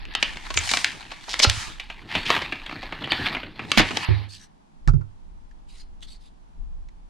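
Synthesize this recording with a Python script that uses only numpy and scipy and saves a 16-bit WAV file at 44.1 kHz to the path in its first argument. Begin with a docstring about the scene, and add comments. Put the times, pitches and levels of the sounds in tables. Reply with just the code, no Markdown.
"""A quiet room hum and the low shudders of a desk stand run throughout, while card fibres crackle as they tear.
Hands are peeling a plastic blister off its card on a wooden desk, just under a camera on the stand.
The plastic snaps in ringing bursts of noise, a small room answers with fading noise, and glue rips or squeaks.
Bumps on the desk ring the stand as dying sine waves; later fingers slide over a smooth plastic lid as
hissing, stuttering noise, among small dry ticks."""
import sys
import numpy as np
from scipy import signal
from scipy.fft import rfft, irfft, next_fast_len
from scipy.io import wavfile
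from scipy.ndimage import uniform_filter1d, map_coordinates

SR = 44100
rng = np.random.default_rng(int(sys.argv[2]) if len(sys.argv) > 2 else 0)


def master_out(mix):
    """Clip the mix to full scale and print it as 16-bit PCM to the path in sys.argv[1]."""
    frames = np.transpose(np.atleast_2d(mix))
    ceiling = np.clip(frames, -1, 1)
    pcm = np.round(ceiling * 32767).astype(np.int16)
    wavfile.write(sys.argv[1], SR, pcm)


N = 312669  # length in samples


def amp(db):
    """Turn dB into a plain multiplier."""
    return 10 ** (np.asarray(db) / 20)


def unit(x):
    """Scale a signal to an rms of 1."""
    return x / np.sqrt(np.mean(x ** 2) + 1e-20)


def along(points, hz):
    """Read a curve of (Hz, value) points on a log frequency axis."""
    f, v = np.transpose(points)
    return np.interp(np.log(hz + 1), np.log(f + 1), v)


def at_time(points, s):
    """Read a curve of (seconds, value) points, holding its end values."""
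    return np.interp(s, *np.transpose(points))


def gain(points):
    """One multiplier per sample from (seconds, dB) points, silent outside them."""
    s, db = np.transpose(points)
    return amp(np.interp(np.arange(N) / SR, s, db, -200, -200))


def wobble(rate):
    """A smooth random curve with this many random knots a second."""
    knots = rng.standard_normal(int(N * rate / SR) + 4)
    return map_coordinates(knots, [np.arange(N) * rate / SR])


def filtered(x, response):
    """Filter a signal by multiplying its spectrum by a function of frequency."""
    m = next_fast_len(x.shape[-1] + 8192)  # spare room for the filter to ring out
    spectrum = rfft(x, m) * response(np.fft.rfftfreq(m, 1 / SR))
    return irfft(spectrum, m)[..., :x.shape[-1]]


def peak(f, hz, width):
    """A causal resonance with a gain of 1 at its centre."""
    return 1j * f * width / (hz * hz - f * f + 1j * f * width)


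def cliff(f, hz):
    """A steep causal low-pass."""
    return signal.freqs(*signal.butter(5, hz, analog=True), f)[1]


def paired(pair, spectrum, alike):
    """Colour two unrelated signals and mix them so left and right are as alike as asked at each frequency."""
    def turn(hz):
        return np.arccos(np.clip(along(alike, hz), -1, 1)) / 2
    mid, side = filtered(pair, lambda hz: spectrum(hz) * [np.cos(turn(hz)), np.sin(turn(hz))])
    return np.array([mid + side, mid - side])


def rush(spectrum, alike, lumps=1):
    """Coloured stereo noise of rms 1 whose loudness follows lumps."""
    return unit(paired(lumps * rng.standard_normal((2, N)), lambda hz: amp(along(spectrum, hz)), alike))


def grains(rate, spread_db, t60):
    """Loudness of many tiny breaks: sudden starts of very unequal size, each dying fast."""
    sizes = amp(np.minimum(spread_db * rng.exponential(size=N), 11.5))
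    starts = (rng.random(N) < rate / SR) * sizes
    decay = amp(-60 / (t60 * SR))  # t60: seconds to fall by 60 dB
    return 1 + signal.lfilter([1], [1, -decay], starts)


def patchy(x, depth_db):
    """Drifting colour: random gain in smooth patches of time and frequency."""
    z = signal.stft(x, nperseg=512)[2]
    field = uniform_filter1d(rng.standard_normal(z.shape[1:]), 5, 0)
    field = uniform_filter1d(field, 8, 1)
    return unit(signal.istft(z * amp(depth_db * unit(field)), nperseg=512)[1][:, :N])


# How strong the stand's shudder is. Each row: time in seconds, relative level in dB.
SHUDDER_LEVEL = [(0.0, -47), (0.51, -45), (1.07, -58.5), (1.36, -51.5), (3.34, -49.5), (3.45, -58),
                 (4.64, -68), (4.91, -49), (6.54, -57.5), (6.6, -39.5), (6.77, -39), (7.09, -58.5)]
# Colour of the shudder. Each row: frequency in Hz, relative level in dB per Hz.
SHUDDER_COLOUR = [(9, -26), (16, 0.5), (40, -4.5), (60, -12.5), (85, -28), (130, -54.5), (240, -120)]
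# Colour of the room hum. Each row: frequency in Hz, relative level in dB per Hz.
HUM_COLOUR = [(70, -18), (119, -16.5), (167, -7), (321, -15), (490, -20), (868, -13.5), (1300, -25.5),
              (2110, -31.5), (3510, -34.5), (11000, -44), (14300, -77.5), (22000, -120)]
# Stereo spread of the hum. Each row: frequency in Hz, left-right likeness (1 same, -1 opposite).
HUM_ALIKE = [(60, 0.38), (180, 0.69), (550, -0.87), (4970, 0.091), (15000, -0.94)]
HUM_DB, SHUDDER_SWING_DB = -57.5, 3.5  # mean hum level; how far one unit of wobble swings the shudder


def background():
    """Room hum, and the stand never quite at rest: two slowly varying low noises."""
    swing = amp(SHUDDER_SWING_DB * wobble(7.2))
    shudder = amp(7.5) * gain(SHUDDER_LEVEL) * rush(SHUDDER_COLOUR, [(30, 0.3)], swing)
    shudder = shudder * amp([[-.6], [.6]])  # a little stronger on the right
    hum = amp(HUM_DB + 0.46 * wobble(0.62)) * rush(HUM_COLOUR, HUM_ALIKE)
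    return shudder + hum


# How hard the card is pulled. Each row: time in seconds, relative crackle level in dB.
PULL = [(0.0, -50), (.25, -40.5), (0.406, -46.5), (0.578, -40), (0.698, -37.5), (0.748, -31.5),
        (0.908, -41.5), (1.2, -49), (1.326, -45), (1.47, -42.5), (1.62, -30.5), (1.72, -39), (1.8, -49.5),
        (2.05, -51), (2.154, -31.5), (2.27, -34.5), (2.328, -23.5), (2.496, -42), (2.922, -43), (3.09, -40),
        (3.14, -30), (3.27, -27), (3.406, -41.5), (3.55, -54), (3.73, -40.5), (4.046, -29.5),
        (4.245, -42.5), (4.29, -53)]
# How bright the pack sounds. Each row: time in seconds, relative treble over the crackle in dB.
BRIGHTNESS = [(.2, -14.5), (.38, -11.5), (.47, -13), (.7, -0.5), (1.06, -15.5), (1.5, -2), (1.7, -13),
              (2.05, -23), (2.3, -22), (3.2, -29), (3.55, -32), (3.73, -11), (4.05, -17)]
# How hard the pack bears on the desk. Each row: time in seconds, relative level in dB.
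BEARING = [(0, -56), (1.0, -56.5), (1.85, -63.5), (2.1, -49), (3.0, -51.5), (3.35, -50.5), (3.7, -43),
           (4.05, -56), (4.35, -54.5)]
# When the freed film relaxes with a smoother rustle. Each row: start in seconds, end in seconds.
RELAX = [(1.46, 1.78), (3.135, 3.26), (3.98, 4.35)]
# Colours of card, film and dragging on the desk. Each row: frequency in Hz, relative level in dB per Hz.
CARD_COLOUR = [(290, -37), (500, -16.5), (878, 2), (1530, -2), (1700, 3), (3160, -2.5), (4450, -3.5),
               (5610, -22.5), (7000, -40), (11300, -30.5), (14100, -35), (16000, -44.5)]
FILM_COLOUR = [(2820, -33.5), (4800, -2), (6970, -5.5), (9860, -11.5), (11000, -25.5), (14400, -29),
               (16000, -40.5)]
DRAG_COLOUR = [(47, -34.5), (80, 4), (317, 3), (485, -9), (800, -12), (1040, -31), (1760, -120)]
# Stereo spread of the pack close by. Each row: frequency in Hz, left-right likeness (1 same, -1 opposite).
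NEAR_ALIKE = [(60, 0.97), (250, 0.53), (600, 0.87), (1200, 0.097), (3000, 0.93), (6000, 0.33),
              (10000, 0.076)]
DRAG_FOLLOWS, PULL_MID_DB = .6, -35.5  # dB of drag per dB of crackle, around this middling pull
RELAX_GRAIN = .3  # power that flattens the grains while the film relaxes


def tear():
    """Card fibres and film crackle together as many tiny breaks; the pack drags on the desk."""
    card_level = gain(PULL)
    film_level = card_level * gain(BRIGHTNESS)
    drag_level = gain(BEARING) * (card_level / amp(PULL_MID_DB)) ** DRAG_FOLLOWS
    lumps = grains(rate=400., spread_db=3.8, t60=.006) * amp(2.2 * wobble(30))
    t = np.arange(N) / SR
    relaxed = sum((t > start) & (t < end) for start, end in RELAX)
    lumps = lumps ** np.where(relaxed, RELAX_GRAIN, 1)
    card = amp(1.5) * card_level * patchy(rush(CARD_COLOUR, NEAR_ALIKE, lumps), depth_db=2.5)
    film = amp(4.0) * film_level * rush(FILM_COLOUR, NEAR_ALIKE, np.sqrt(lumps))
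    drag = amp(10.0) * drag_level * rush(DRAG_COLOUR, NEAR_ALIKE, amp(4.5 * wobble(35)))
    return card + film + drag


# Ceiling on the thin fizz above the edge of a snap. Each row: time in seconds, relative level in dB.
FIZZ = [(0.3, -44), (.55, -30), (1.6, -26.5), (2.2, -27)]
CLIFF_HZ, EDGE_CLIFF_HZ = 5800, 11000  # where the broad shell sound and the bright edge end
THUD_DB, THUD_HZ, BEARING_MID_DB = 15.5, 288, -51.5  # desk thud over a snap's body, at a middling bearing


def snaps(events, alike, broad, first, width):
    """Each snap is a burst of micro-cracks ringing the bit of plastic that gave way and nudging the desk."""
    out, t = np.zeros((2, N + SR)), np.arange(3072) / SR
    for s, db, hz, treble_db, body_db, t60 in events:
        fade = amp(-60 * t / np.clip(t60, .004, .09))
        cracks = rng.standard_normal((2, len(t))) * fade * (1 - np.exp(-t / 0.001))
        cracks[0, :2] += first * np.array([1, -.4])  # the first break is the sharpest
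        fizz_db = min(treble_db, at_time(FIZZ, s))
        thud_db = body_db + THUD_DB + at_time(BEARING, s) - BEARING_MID_DB

        def colour(f):
            ring = peak(f, hz, width * hz) * peak(f, hz, 0.94 * hz)
            shell = ring + broad * peak(f, 2380, 2700) ** 2 * cliff(f, CLIFF_HZ)
            edge = amp(treble_db + 12.0) * peak(f, 5300, 6100) ** 2 * cliff(f, EDGE_CLIFF_HZ)
            fizz = amp(fizz_db) * peak(f, 12500, 5000) ** 2
            body = amp(body_db + 23.5) * peak(f, 440, 700) ** 2
            thud = amp(thud_db) * peak(f, THUD_HZ, 200) ** 2
            return (shell - edge - fizz - body) * peak(f, 2154, 6300) ** 3 + thud

        burst = paired(cracks, colour, alike)
        out[:, round(s * SR):][:, :len(t)] += amp(db) * burst / np.abs(burst).max()
    return out[:, :N]


# The plastic buckling. Each row: time in seconds, peak level in dB, ring in Hz, relative body level in dB,
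# time for the burst to fall by 60 dB in seconds (held between 0.004 and 0.09 when played).
SNAPS = [(0.053, -25, 2300, -30, 0.0085), (0.138, -28, 2650, -38, 0.015), (0.151, -5.5, 2940, -27, 0.016),
         (0.227, -1, 2500, -26.5, 0.023), (0.371, -19, 2290, -17, 0.013), (0.504, -18, 1150, -15.5, 0.033),
         (0.541, -19, 3530, -48, 0.028), (0.574, -2.5, 2300, -23, 0.015), (0.691, -12, 2066, -42, 0.039),
         (0.714, -6.5, 4330, -22, 0.024), (0.737, -5, 2180, -12.5, 0.019), (0.772, -4.5, 1970, -18, 0.012),
         (0.845, -0.5, 1860, -29.5, 0.0096), (1.117, -21.5, 1120, -17, 0.049),
         (1.28, -24.5, 1040, -8, 0.12), (1.331, -17.5, 4960, -24, 0.075),
         (1.341, -10.5, 2020, -13.5, 0.011), (1.392, -8, 3070, -30, 0.058), (1.4, -3.5, 2180, -15, 0.011),
         (1.426, -12, 4600, -13, 0.062), (1.444, 0, 2220, -17.5, 0.011), (1.449, -2, 2186, 0.5, 0.011),
         (1.498, -1, 4440, -26, 0.012), (1.798, -19, 2660, -26.5, 0.044), (1.9, -22, 2600, -15, 0.052),
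         (2.116, -20, 2150, -37, 0.009), (2.152, -7, 2500, -22, 0.036), (2.258, -19.5, 2570, -30, 0.0065),
         (2.303, -1, 1070, -20, 0.022), (2.366, -11.5, 960, -9, 0.012), (2.42, -16, 1030, -22, 0.027),
         (2.523, -12.5, 2580, -18.5, 0.045), (2.663, -22, 3100, -30, 0.03),
         (2.695, -21.5, 2160, -14, 0.023), (2.712, -21, 2030, -12.5, 0.015), (2.727, -22, 1098, -6, 0.014),
         (2.829, -23.5, 980, -17, 0.061), (2.924, -16, 2640, -13, 0.027), (3.017, -23.5, 869, 9, 0.072),
         (3.043, -15.5, 2750, -33, 0.016), (3.075, -19, 840, 3, 0.011), (3.12, -1, 2923, -27, 0.015),
         (3.27, -10, 2100, -12, 0.0083), (3.349, -12.5, 2580, -15.5, 0.033), (3.368, -17, 1930, -12, 0.027),
         (3.432, -20.5, 2520, -15, 0.033), (3.593, -19.5, 2310, -16.5, 0.043),
         (3.717, -1.5, 2780, -32.5, 0.017), (3.775, -0.5, 2430, -16.5, 0.02), (3.797, -4, 2550, 11, 0.14),
         (3.908, -16.5, 2525, -10, 0.037), (3.971, -6.5, 855, -22, 0.015)]
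SNAP_TREBLE_DB = -8  # treble of a snap over the brightness
CREAK_S, CREAK_COUNT, CREAK_GAP_S = 1.2935, 7, .005  # glue slips in a quick, nearly even run
CREAK_DB, CREAK_HZ, CREAK_T60, CREAK_BODY_DB = -20, 5500, .004, -40  # mean peak, ring, fade in s, body


def pack_snaps():
    """Plastic snaps are as bright as the crackle around them; one run of glue slips creaks."""
    slips = []
    for k in range(CREAK_COUNT):
        slip_s = CREAK_S + CREAK_GAP_S * (k + rng.normal(0, 0.051))
        slips.append((slip_s, CREAK_DB + rng.normal(0, 2.2), CREAK_HZ, CREAK_BODY_DB, CREAK_T60))
    s, db, hz, body_db, t60 = np.transpose(SNAPS + slips)
    treble_db = SNAP_TREBLE_DB + at_time(BRIGHTNESS, s)
    return snaps(zip(s, db, hz, treble_db, body_db, t60), NEAR_ALIKE, broad=0.5, first=6, width=.4)


# How fast the room's echoes die. Each row: frequency in Hz, time to fall by 60 dB in seconds.
ROOM_FADE = [(200, 0.13), (2000, 0.33), (5000, 0.28), (12000, 0.022)]


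def room(x):
    """The room answers with noise whose frequencies die at their own speeds; a new tail each quarter second."""
    out, hop = np.zeros((2, N + SR)), SR // 4
    for a in range(0, N, hop):
        hz, t, z = signal.stft(rng.standard_normal((2, SR // 2)), SR, nperseg=256)
        fade = amp(-60 * t / along(ROOM_FADE, hz)[:, None])
        tail = signal.istft(z * fade, SR, nperseg=256)[1]
        tail = tail + 1.3 * tail[::-1]  # close ports share part of their echoes
        tail = tail / np.linalg.norm(tail[0])
        wet = signal.fftconvolve(x[:, a:a + hop].mean(0)[None], tail, axes=1)
        out[:, a + 200:][:, :wet.shape[1]] += wet  # starts 200 samples late
    return filtered(out[:, :N], lambda f: 1 / (1 + (f / 6000) ** 4))


# Bumps on the desk. Each row: time in seconds, relative knock level in dB, frequency the blow favours in Hz,
# relative sway level in dB, relative rattle level in dB, share of the free ring time left by resting hands.
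BUMPS = [(0.559, -21, 88, -27, -12, 1), (1.471, -2, 92.3, -26, -28.5, 0.34),
         (1.527, -23.5, 105, -40, -43, 0.7), (1.573, -15, 82, -35, -44, .2), (3.774, 5, 220, -14.5, -11, 1),
         (4.086, -4.5, 107, -26, 0.5, 1), (4.875, -1, 138, 0, -8.5, 0.77),
         (4.937, 1, 140.3, -11.5, -11.5, 0.73), (4.993, -18, 145, -50, -20.5, 0.95),
         (6.58, -27, 170, -24.5, -43, 0.74)]
# Ways the stand rings, the first being its sway. Each row: frequency in Hz, free time to fall by 60 dB in
# seconds, left share of the right port's motion.
STAND = [(35.88, 0.24, 0.54), (78.7, 0.34, 0.94), (102.33, 0.4, 0.1), (137.3, 0.1707, 0.042),
         (217, 0.052, 0.085)]
SPREAD_DB = -23.5  # change in level per octave away from the favoured frequency


def bumps():
    """Bumps travel up the stand and shake the right port hardest; loose things rattle."""
    out, t = np.zeros((2, N + SR)), np.arange(SR // 2) / SR
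    for s, knock_db, favoured_hz, sway_db, rattle_db, free in BUMPS:
        rattle = rng.standard_normal(len(t)) * amp(-60 * t / 0.22)
        rattle = filtered(rattle, lambda f: peak(f, 350, 170) ** 2)
        bump = amp(rattle_db) * rattle * [[-.5], [1]]
        knocks = [knock_db + SPREAD_DB * abs(np.log2(hz / favoured_hz)) for hz, *_ in STAND[1:]]
        for db, (hz, t60, share) in zip([sway_db] + knocks, STAND):
            fade = amp(db - 60 * t / (free * t60))
            ring = fade * np.sin(2 * np.pi * hz * t) * (1 - np.exp(-t / 0.0079))  # soft start
            bump = bump + ring * [[share], [1]]
        out[:, round(s * SR):][:, :len(t)] += bump
    return out[:, :N]


# Swelling rips of glue and short squeaks. Each row: start in seconds, rise in seconds, fall in seconds,
# relative level in dB, centre in Hz, width in Hz.
RIPS = [(.56, .015, .03, -23, 6800, 1000), (.675, .03, .02, -30, 5000, 4000),
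        (1.285, .025, .03, -35, 4800, 4000), (1.413, .02, .024, -12, 4900, 4200),
        (2.07, .09, .05, -34, 2600, 2000), (2.25, .012, .05, -26, 3000, 3000),
        (3.03, .015, .012, -30, 3050, 400), (3.095, .026, .004, -26, 2950, 250),
        (3.095, .024, .006, -26, 4550, 250), (3.768, .017, .045, -14, 2500, 3500),
        (3.771, .005, .03, -34, 12500, 6000), (2.255, .04, .12, -52, 12000, 5000),
        (4.37, .06, .03, -57, 1680, 260)]


def rips():
    """Cracks too dense to count, heard as noise that swells and dies quickly."""
    out, t = np.zeros((2, N)), np.arange(SR // 5) / SR
    stutter = amp(3 * wobble(300))
    for start, rise, fall, db, hz, width_hz in RIPS:
        def colour(f):
            band = peak(f, hz, width_hz) ** 2 * peak(f, 1700, 6860) ** 2
            return abs(band * (cliff(f, EDGE_CLIFF_HZ) + 0.076))

        swell = np.interp(t, [0, rise, rise + fall], [0, 1, 0])
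        noise = unit(paired(rng.standard_normal((2, len(t))), colour, NEAR_ALIKE))
        out[:, round(start * SR):][:, :len(t)] += amp(db) * swell * noise
    return out * stutter


# Fingers sliding on the lid. Each row: start in seconds, length in seconds, level in dB after the rise,
# level in dB before the release, scrape in Hz.
SLIDES = [(4.285, 0.09, -43, -43, 4640), (4.343, 0.13, -53.5, -51, 5900), (5.675, 0.11, -57.5, -55.5, 4000),
          (5.755, 0.09, -55.5, -49.5, 4220), (6.015, 0.05, -42, -46.5, 3530),
          (6.065, 0.118, -49, -55, 4500), (6.19, 0.12, -60.5, -61, 3600)]
# Colour of skin on plastic. Each row: frequency in Hz, relative level in dB per Hz.
SKIN_COLOUR = [(710, -27.5), (1200, -9), (2190, -7), (3000, -2.5), (3600, -3), (4350, -1.5), (5790, -7.5),
               (7960, -6), (10500, -14), (15000, -39)]
SLIDE_RISE_S, SLIDE_FALL_S, SLIDE_EDGE_DB = 0.021, 0.03, -15.5  # edge: level at both ends of a stroke
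SCRAPE_DB, SCRAPE_WIDTH_HZ = 6, 470  # the resonance that a stroke picks out


def slides():
    """Skin hisses and stutters over plastic; each stroke sets in and lets go quickly, with its own colour."""
    stutter = amp(1.5 * wobble(25) + 1.5 * wobble(200))
    hiss = patchy(rush(SKIN_COLOUR, [(2000, 0.77), (9000, 0.45)], stutter), depth_db=3.5)
    out = np.zeros((2, N))
    for s, length, first_db, last_db, hz in SLIDES:
        end = s + length
        stroke = gain([(s, first_db + SLIDE_EDGE_DB), (s + SLIDE_RISE_S, first_db),
                       (end - SLIDE_FALL_S, last_db), (end, last_db + SLIDE_EDGE_DB)])
        scrape = filtered(hiss, lambda f: 1 + amp(SCRAPE_DB) * peak(f, hz, SCRAPE_WIDTH_HZ))
        out += stroke * unit(scrape)
    return out


# Small dry contacts on desk and lid. Each row: time in seconds, peak level in dB, ring in Hz, relative treble
# level in dB, time for the burst to fall by 60 dB in seconds (held between 0.004 and 0.09 when played).
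TICKS = [(4.8755, -16, 1720, -29, 0.0066), (4.88, -13, 1370, -37.5, 0.07), (4.893, -43, 6000, -3, .015),
         (4.934, -31.5, 1360, -35.5, 0.15), (5.009, -37, 1340, -47, 0.082), (5.511, -46, 1746, -26, 0.033),
         (6.007, -50, 3180, -16.5, 0.0081), (6.024, -34.5, 3300, -25, 0.06), (6.886, -45, 2030, -20, 0.02)]
# Stereo spread of the ticks. Each row: frequency in Hz, left-right likeness (held between -1 and 1).
TICK_ALIKE = [(400, -1.02), (1400, -0.66), (3000, 0.98), (9000, 0.92)]
TICK_BODY_DB = -22.5  # relative body level


def ticks():
    """Small contacts make the same kind of burst as a snap, with a narrower ring."""
    rows = [(s, db, hz, treble_db, TICK_BODY_DB, t60) for s, db, hz, treble_db, t60 in TICKS]
    return snaps(rows, TICK_ALIKE, broad=0.03, first=2, width=.11)


# Where the hands work. Each row: time in seconds, left level over right in dB.
PLACE = [(0, 1), (2.2, -0.55), (7.09, -0.5)]


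def scene():
    """Place the hands' sounds, then add the room's answer, ticks, bumps and background."""
    rub = slides()
    pack = pack_snaps() + rips()
    lean = np.sqrt(gain(PLACE))
    hands = (pack + tear() + rub) * [lean, 1 / lean]
    return hands + amp(-10) * room(pack + 0.51 * rub) + ticks() + bumps() + background()


# When the stereo image changes width. The four times in seconds: starts closing, shut, starts opening, open.
NARROW_S = [1.751, 2.45, 3.3, 3.7]
NARROW_DB, BASS_NARROW_DB = -48, -35.5  # change in side level when shut, above and below 200 Hz
SIDE_DB, BASS_SIDE_DB = -0.5, 3.5  # side level when open, above and below 200 Hz


def record(dry):
    """The image narrows for a while; peaks are rounded off at full scale; the highest treble is cut."""
    mid, side = (dry[0] + dry[1]) / 2, (dry[0] - dry[1]) / 2
    shut = np.interp(np.arange(N) / SR, NARROW_S, [0, 1, 1, 0])
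    bass = filtered(side, lambda hz: 1 / (1 + (hz / 200) ** 6))
    upper = side - bass
    side = amp(BASS_SIDE_DB + BASS_NARROW_DB * shut ** 2) * bass + amp(SIDE_DB + NARROW_DB * shut) * upper
    both = np.array([mid + side, mid - side])
    rounded = both / (1 + np.abs(both) ** 10) ** (1 / 10)
    return filtered(rounded, lambda hz: hz < 15830)


dry = scene()
out = record(dry)
master_out(out)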